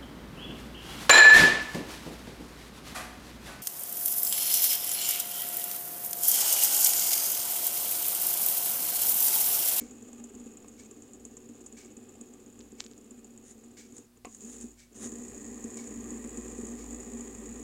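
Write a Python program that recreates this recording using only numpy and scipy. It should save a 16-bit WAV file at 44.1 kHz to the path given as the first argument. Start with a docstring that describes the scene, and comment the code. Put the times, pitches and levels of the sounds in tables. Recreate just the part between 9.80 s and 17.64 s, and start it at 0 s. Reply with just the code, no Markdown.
"""A whir slows, stops amid a snap and scrapes, then returns faster, with rattles, thumps and a faint clock.
A plastic fidget spinner on a wooden table is caught by a finger, pulled aside and flicked to a faster spin.
Random ball impacts ring the steel bearing near 7 kHz and rumble through tabletop modes; the loose rotor
rattles at set places in each turn. Skin and clock are coloured grains, the drag a slip train through wood;
a wavering low sine drone, hum and soft noise lie beneath."""
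import sys
import numpy as np
from scipy import signal
from scipy.fft import rfft, irfft
from scipy.io import wavfile
from scipy.ndimage import uniform_filter1d, map_coordinates

SR = 44100
rng = np.random.default_rng(int(sys.argv[2]) if len(sys.argv) > 2 else 0)


def to_wav(sig):
    """Store sig (one row per channel, or 1-D mono) as 16-bit WAV at the path in sys.argv[1].

    Samples outside -1..1 are clipped; the rate is SR.
    """
    pcm = np.clip(np.atleast_2d(sig), -1, 1) * 32767
    pcm = np.round(pcm).astype(np.int16)
    wavfile.write(sys.argv[1], SR, pcm.T)  # frames by channels


N = 345699

# plastic rotor modes: f/Hz, width/Hz, relative level at slow spin/dB, at fast spin/dB
ROTOR_MODES = [(568, 150, 0.5, -2), (796, 150, 2.5, 0), (1007, 63, -2, 0), (1191, 116, -0.5, -2),
               (1640, 244, -6, -7), (1905, 144, -8, -1.5), (2140, 160, -5.5, -7.5), (2256, 140, -9, -8),
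               (2490, 175, -2.5, -6), (3130, 1400, -10, -17)]
# steel bearing modes: f/Hz, width/Hz, relative level/dB
RACE_MODES = [(6330, 260, -12.5), (6885, 301, 5.5), (7650, 255, 0), (7900, 210, -2.5), (8670, 810, -10),
              (9140, 360, -7.5), (9870, 1600, -18.5)]


def undb(db):
    """Decibels to gain."""
    return 10 ** (np.asarray(db) / 20)


def unit(x):
    """Scale to rms 1."""
    return x / np.sqrt(np.mean(x ** 2))


def curves(table):
    """Columns of a table, interpolated linearly over time."""
    t_s, *columns = np.transpose(table)
    return [np.interp(np.arange(N) / SR, t_s, column) for column in columns]


def walk(rate_hz):
    """Smoothed random steps, spread near 1."""
    step = int(SR / rate_hz)
    held = np.repeat(rng.standard_normal(N // step + 1), step)
    return unit(uniform_filter1d(held, step)[:N])


def colour(points, size=4096):
    """Minimum-phase impulse response of a (f/Hz, level/dB) spectrum, via the folded cepstrum."""
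    hz, db = np.transpose(points)
    f_hz = np.maximum(np.arange(size // 2 + 1) * SR / size, 1)
    gain = undb(np.interp(np.log(f_hz), np.log(hz), db))
    cepstrum = irfft(np.log(gain))
    causal = 2 * cepstrum[:size // 2] * (np.arange(size // 2) > 0)
    return irfft(np.exp(rfft(causal, size)))


def modes(table, size=12000):
    """Impulse response of damped resonances, decay set by width, polarity alternating."""
    t = np.arange(size) / SR
    response = np.zeros(size)
    for k, (hz, width_hz, db) in enumerate(table):
        decay = np.exp(-np.pi * width_hz * t)
        response += (-1) ** k * undb(db) * width_hz * decay * np.sin(2 * np.pi * hz * t)
    return response


def ring(force, response):
    """Drive a body with a force: convolution, cut to the force's length."""
    return signal.fftconvolve(force, response)[:len(force)]


def band(x, low_hz, high_hz):
    """Band-pass with moderately steep skirts."""
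    return signal.sosfilt(signal.butter(2, [low_hz, high_hz], "bandpass", fs=SR, output="sos"), x)


def wander(x, depth, rate_hz):
    """Drift the pitch of a whole sound slightly by varying its read speed."""
    speed = 1 + depth * walk(rate_hz)
    return map_coordinates(x, [np.cumsum(speed / speed.mean())], order=3, mode="mirror")


def grains(rate_per_s, spread_db):
    """Tiny impacts of random time and sign; spread_db scales their exponential scatter in level."""
    hit = rng.random(N) < rate_per_s / SR
    scatter = np.minimum(rng.exponential(size=N), 3)
    return hit * rng.choice([-1, 1], N) * undb(spread_db * scatter)


def add(out, t_s, sound):
    """Mix a sound in at t_s, trimmed to the scene."""
    i = int(t_s * SR)
    part = sound[max(-i, 0):max(N - i, 0)]
    out[max(i, 0):max(i, 0) + len(part)] += part


def swells(table):
    """Half-sine level arches from rows of t/s, length/s, level/dB."""
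    out = np.zeros(N)
    for t_s, length_s, db in table:
        add(out, t_s, undb(db) * np.sin(np.linspace(0, np.pi, int(length_s * SR))))
    return out


def chatter(decay_s, tail_db, tail_s, first=0, size=6000):
    """Force of one contact: optional first blow, quickly dying noise and a fainter, longer tail."""
    t = np.arange(size) / SR
    envelope = np.exp(-t / decay_s) + undb(tail_db) * np.exp(-t / tail_s)
    return first * (t == 0) + rng.standard_normal(size) * envelope


def blows(table, force, response):
    """Each t/s, peak/dB row drives a body with a fresh force."""
    out = np.zeros(N)
    for t_s, db in table:
        sound = ring(force(), response)
        add(out, t_s, sound * undb(db) / np.abs(sound).max())
    return out


def merged(hard, ordinary):
    """Hard blows, plus the ordinary ones that fall clear of them."""
    settle_s = .012
    clear = [(t_s, db) for t_s, db in ordinary
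             if min(abs(t_s - row[0]) for row in hard) > settle_s]
    return list(hard) + clear


def room():
    """Steady electrical hum of sine partials over softly coloured noise."""
    # hum: f/Hz, rms/dB
    hum_lines = [(120, -81.5), (240, -64.5), (360, -73.5)]
    # hush colour: f/Hz, relative level/dB
    hush_points = [(20, -1.5), (60, -16), (100, 6), (170, -3), (240, -4.5), (500, -10), (1200, -16.5),
                   (3000, -20), (8000, -18.5), (15500, -23.5)]
    hush_rms_db = -65
    t = np.arange(N) / SR
    hum = sum(undb(db) * unit(np.sin(2 * np.pi * (hz * t + rng.random()))) for hz, db in hum_lines)
    hush = unit(ring(rng.standard_normal(N), colour(hush_points)))
    return hum + undb(hush_rms_db) * hush


def clock(step_s=0.037, room_s=0.047, size=16000):
    """Each second the gears shuffle briefly as coloured grains; an exponential fade stands for room smear."""
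    # tick and tock in turn: rise/s, level/dB
    steps = [(.005, -53.5), (.03, -56.5)]
    # clock colour: f/Hz, relative level/dB
    gear_points = [(700, -70), (1600, -6), (2100, -7.5), (2250, 5), (2450, -9), (3600, -10.5), (5000, -7),
                   (6900, -1), (7800, -1.5), (9300, -14), (11000, -22)]
    first_tick_s = -0.033
    t = np.arange(size) / SR
    fade = np.exp(-np.maximum(t - step_s, 0) / room_s)
    level = np.zeros(N)
    for second in range(N // SR + 1):
        rise_s, db = steps[second % 2]
        add(level, first_tick_s + second, undb(db) * np.minimum(t / rise_s, 1) * fade)
    return level * unit(ring(grains(5000, spread_db=0.0), colour(gear_points)))


def drone():
    """Low sine of wavering pitch and level, with a slow throb and narrow noise about it."""
    # drone level before waver and throb: t/s, level/dB
    level_points = [(.15, -69), (1.1, -70.5), (4.4, -74.5), (4.8, -62.5), (5.12, -71), (5.3, -63),
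                    (5.8, -58), (6.02, -68), (6.24, -54), (7.75, -52)]
    drone_hz, blur_db = 55.8, -75.5
    # the throb is plain while the drone is faint
    throb_db, throb_period_s, throb_crest_s = -78.5, .48, 1.47
    db, = curves(level_points)
    t = np.arange(N) / SR
    phase = 2 * np.pi * np.cumsum(drone_hz * (1 + 0.019 * walk(9))) / SR
    throb = undb(throb_db) * np.cos(2 * np.pi * (t - throb_crest_s) / throb_period_s)
    level = undb(db + 1.6 * walk(10)) + throb
    blur = walk(9) * np.sin(phase) + walk(9) * np.cos(phase)
    return unit(np.sin(phase)) * level + undb(blur_db) * blur


def fingers():
    """Skin catches and slips on plastic: dense uneven grains, sparse scratches, drifting colour."""
    # skin brushes the plastic: t/s, length/s, level/dB
    brushes = [(3.623, 0.14, -56.5), (4.115, 0.12, -58.5), (4.46, .14, -61), (4.6, 0.16, -54),
               (4.71, 0.16, -52), (5.13, 0.14, -55), (5.195, 0.1, -46.5)]
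    # skin colour: f/Hz, relative level/dB
    skin_points = [(300, -30), (1400, -12.5), (1850, -6), (2400, -19), (3300, -13.5), (3700, -11),
                   (4200, -18.5), (5600, -8.5), (6800, 8), (7500, -4), (8400, -1), (9000, -4),
                   (10500, -10.5), (12000, -23), (15500, -29)]
    catches = undb(3 * walk(60))
    scratches = unit(grains(110, spread_db=-2.0))
    rub = unit(grains(2400, spread_db=0.0) * catches) + undb(-7) * scratches
    # the shifting grip bends the colour
    return swells(brushes) * unit(wander(ring(rub, colour(skin_points)), .015, 18))


def tabletop():
    """Impulse response of the wood: damped modes, each with its own polarity."""
    # tabletop modes: f/Hz, width/Hz, relative level/dB, polarity
    wood_modes = [(113.3, 50, -23.5, -1), (224.9, 34.4, -2, -1), (240, 23.6, 1.5, 1), (284, 31.6, -8, 1),
                  (302.8, 28, -7.5, -1), (359.5, 21.6, -9, -1), (396.8, 42.5, -9, 1), (451, 55, -10, -1),
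                  (489.9, 54, -14, 1), (590, 22, -23, -1)]
    return sum(np.sign(polarity) * modes([mode]) for *mode, polarity in wood_modes)


def drag(wood):
    """The cap sticks and slips; each slip pushes the tabletop, which groans."""
    # cap dragged over wood: t/s, mean slip rate/Hz, level/dB
    drag_points = [(4.47, 270, -83), (4.5, 220, -54), (4.6, 200, -65), (4.655, 225, -41), (4.71, 260, -57),
                   (4.76, 225, -90)]
    slip_hz, db = curves(drag_points)
    slip_count = np.floor(np.cumsum(slip_hz * (1 + 0.0417 * walk(120))) / SR)
    slips = np.diff(slip_count, prepend=0)
    groan = ring(slips, np.convolve(wood, np.hanning(120)))
    # running rms divided out: resonance colours the groan, the table sets its level
    running_rms = np.sqrt(uniform_filter1d(groan ** 2, size=1500) + 1e-12)
    return groan / running_rms * undb(db)


def spin():
    """Free rotor under even friction: speed (turns/s), angle (rad) and freedom (0-1)."""
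    # free spins: start/s, end/s, initial speed/(turns/s), loss/(turns/s per s)
    free_spins = [(-.097, 4.23, 9.453, .55), (5.192, 8, 15.597, .63)]
    spin_up_s, brake_s = 0.04, 0.039
    t = np.arange(N) / SR
    speed, turned, free = np.ones(N), np.zeros(N), np.zeros(N)
    for start_s, end_s, rate, loss in free_spins:
        on = (t >= start_s) & (t < end_s)
        age = t[on] - start_s
        speed[on] = rate - loss * age
        turned[on] = rate * age - loss * age ** 2 / 2
        free[on] = np.minimum(age / spin_up_s, 1) * np.minimum((end_s - t[on]) / brake_s, 1)
    return speed, 2 * np.pi * turned, free


def fastness(speed):
    """0 up to 9 turns/s (leaning rotor), 1 from 15 turns/s (shivering rotor)."""
    return np.clip((speed - 9) / 6, 0, 1)


def drops(speed, angle, free):
    """Rotor drops across its bearing play at set places in each turn: scattered t/s, peak/dB rows."""
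    # drop places: share/turn, rattle peak slow/dB, fast/dB, thump peak slow/dB, fast/dB (before scatter)
    places = [(0, -43.5, -39.5, -46, -40), (.27, -53.5, -46.5, -56, -47), (.49, -53.5, -41, -53.5, -43.5),
              (.73, -57, -44.5, -59, -45)]
    jitter_s, rattle_scatter_db, thump_scatter_db = .0012, 1.9, 1.76
    rattles, thumps = [], []
    for share, rattle_slow, rattle_fast, thump_slow, thump_fast in places:
        at = np.flatnonzero(np.diff(np.floor(angle / (2 * np.pi) - share)) == 1)
        for i, (late, hard, heavy) in zip(at, rng.standard_normal((128, 3))):
            if free[i] > .5:
                t_s, fast = i / SR + jitter_s * late, fastness(speed[i])
                rattle_db = (1 - fast) * rattle_slow + fast * rattle_fast
                thump_db = (1 - fast) * thump_slow + fast * thump_fast
                rattles.append((t_s, rattle_db + rattle_scatter_db * hard))
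                thumps.append((t_s, thump_db + thump_scatter_db * heavy))
    return rattles, thumps


def contacts(wood, turn_rattles, turn_thumps):
    """Rattles tick and ring bearing and body; rocking thumps the table; snaps and knocks stay dry."""
    # hardest bearing rattles: t/s, peak in the steel/dB
    hard_rattles = [(0.109, -39.5), (0.4402, -36), (.882, -40), (1.1106, -37), (1.334, -38), (1.4514, -33),
                    (1.5683, -36), (1.862, -37.5), (1.925, -38.5), (2.168, -40), (2.411, -34),
                    (3.4447, -39), (4.166, -38.5), (4.1805, -37), (4.454, -36), (4.5472, -36), (4.81, -35),
                    (5.272, -33.5), (5.8411, -30.5), (5.971, -31), (6.305, -32.5), (6.573, -32.5),
                    (6.868, -33.5), (7.1075, -32.5), (7.1452, -33.5), (7.5492, -35.5)]
    # cap rocks hard on the tabletop: t/s, peak/dB
    hard_rocks = [(.012, -35.5), (.441, -40.5), (.658, -36.5), (1.69, -40), (2.408, -40.5), (2.92, -38.5),
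                  (3.05, -43), (4.182, -42.5), (4.462, -40), (4.836, -35.5), (5.253, -33), (5.712, -33.5),
                  (5.842, -28), (6.104, -32.5), (6.311, -33.5), (6.577, -31), (6.781, -30), (6.828, -33)]
    # dry plastic snaps: t/s, peak/dB
    snap_times = [(2.806, -39), (2.811, -39), (3.0002, -35), (3.0024, -29), (3.005, -16.5), (3.041, -35),
                  (3.064, -31.5), (3.114, -43.5), (3.135, -43), (4.183, -43), (4.455, -43)]
    # spinner knocked on the wood: t/s, peak/dB
    knock_times = [(.845, -44.5), (4.448, -34), (4.452, -36.5), (4.471, -43.5)]
    # snap colour: f/Hz, relative level/dB
    snap_points = [(200, -30), (700, -13), (2000, -11), (3500, -4), (5500, -5.5), (7500, -6), (10000, -39),
                   (15000, -41)]
    # wood knock modes: f/Hz, width/Hz, relative level/dB
    knock_modes = [(94, 33, -22), (234, 59, -23), (426, 114, -1), (716, 57, 0), (1108, 85, -1),
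                   (2000, 420, -14.5), (2570, 510, -14), (3260, 420, -24), (5540, 3700, -25)]
    steel = band(modes(RACE_MODES, size=2000), 5300, 9700)
    plastic = modes(np.array(ROTOR_MODES)[:, :3], size=2000)
    snaps = blows(snap_times, lambda: chatter(0.00015, -15, 0.016, first=25), colour(snap_points))
    knocks = blows(knock_times, lambda: chatter(0.0016, -12.5, 0.022, first=9.1), modes(knock_modes))
    all_rattles = merged(hard_rattles, turn_rattles)
    rattles = blows(all_rattles, lambda: chatter(0.0022, -14, 0.016, first=3.8, size=3000), steel)
    ticks = blows(all_rattles, lambda: chatter(0.00081, -24, 0.008, size=2000), np.ones(1))
    body = blows(all_rattles, lambda: chatter(0.0016, -11, 0.0072, size=2000), plastic)
    # the cap lands softly, so mainly the low modes answer
    soft_wood = np.convolve(wood, np.hanning(90))[:6000]
    all_rocks = merged(hard_rocks, turn_thumps)
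    rocks = blows(all_rocks, lambda: chatter(0.0022, -33, 0.036, first=37), soft_wood)
    return rattles + undb(-18) * ticks + undb(-19.5) * body + rocks + snaps + knocks


def bearing(force):
    """The races ring in a few close modes, whose pitch wanders as the balls move round."""
    races = band(ring(force, modes(RACE_MODES, size=2000)), 3600, 11000)
    return wander(races, .008, 7)


def rolling(wood, speed, angle, free):
    """Balls roll over rough races, louder with speed; their load swings with rotor angle."""
    # drift over the table, firmer or looser drive: t/s, rumble gain/dB
    footing_points = [(0, 1.5), (.65, 1), (1.05, -1), (1.7, -1), (2.25, 1), (3, -0.5), (4.2, -2),
                      (5.45, -3.5), (6.6, 0.5), (7.84, 0)]
    # hand shoves the spinner, which rolls a little: t/s, length/s, rumble level/dB, ring level/dB
    shove_rows = [(4.1, 0.19, -56, -64), (4.355, 0.039, -60, -69), (4.445, 0.29, -63.5, -57),
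                  (4.551, 0.43, -50.5, -53), (5.106, 0.23, -47.5, -56)]
    # free-spin levels at 10 turns/s before footing, and growth per doubling of speed
    rumble_db, rumble_db_per_octave = -50, 10.5
    ring_db, ring_db_per_octave = -59, 15
    ring_footing_share = 0.57  # share of the footing gain, in dB, that the bearing gets
    fast, octaves = fastness(speed), np.log2(speed / 10)
    footing_db, = curves(footing_points)
    shoves = np.array(shove_rows)
    free_rumble = free * undb(rumble_db + rumble_db_per_octave * octaves + footing_db)
    free_ring = free * undb(ring_db + ring_db_per_octave * octaves + ring_footing_share * footing_db)
    rumble_level = np.hypot(free_rumble, swells(shoves[:, :3]))
    ring_level = np.hypot(free_ring, swells(shoves[:, [0, 1, 3]]))
    # slow: mostly a lean twice a turn; fast: mostly a shiver four times a turn
    lean = angle - .2
    load_db = free * ((2.4 - 1.8 * fast) * np.cos(2 * lean) + (0.74 + .5 * fast) * np.cos(4 * lean))
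    # the balls chatter in clumps of a few milliseconds
    load_db = load_db + (3.4 - 1.3 * fast) * walk(230)
    impacts_per_s = 1500 + 200 * speed
    impacts = unit(grains(impacts_per_s, spread_db=2.5) * undb(load_db) / np.sqrt(impacts_per_s))
    hiss = undb(-15.0) * rng.standard_normal(N)
    whir = unit(bearing(impacts)) + hiss
    # the wood feels the same impacts plus the once-a-turn heave of the unbalanced rotor
    heave_db = free * (0.5 + .5 * fast) * np.cos(angle - .8)
    heave = unit(grains(2500, spread_db=2.0) * undb(heave_db))
    rumble = unit(ring(heave + 0.62 * impacts, wood))
    # the plastic rasps hollowly, its colour shifting with speed
    rotor = np.array(ROTOR_MODES)
    slow_body, fast_body = (unit(ring(heave + 0.75 * impacts, modes(rotor[:, [0, 1, column]])))
                            for column in (2, 3))
    rasp = (1 - fast) * undb(-14.0) * slow_body + fast * undb(-13.0) * fast_body
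    return whir * ring_level + (rumble + rasp) * rumble_level


def scene():
    """Spinner, hand and clock in a quiet room, as one channel."""
    wood = tabletop()
    motion = spin()
    background = room() + clock() + drone()
    hand = fingers() + drag(wood)
    spinner = contacts(wood, *drops(*motion)) + rolling(wood, *motion)
    return (background + hand + spinner)[None]


def record(dry):
    """The phone cuts the top: steep elliptic low-pass."""
    top_hz = 15850
    return signal.sosfilt(signal.ellip(10, .2, 70, top_hz, fs=SR, output="sos"), dry)


dry = scene()
out = record(dry)
to_wav(out)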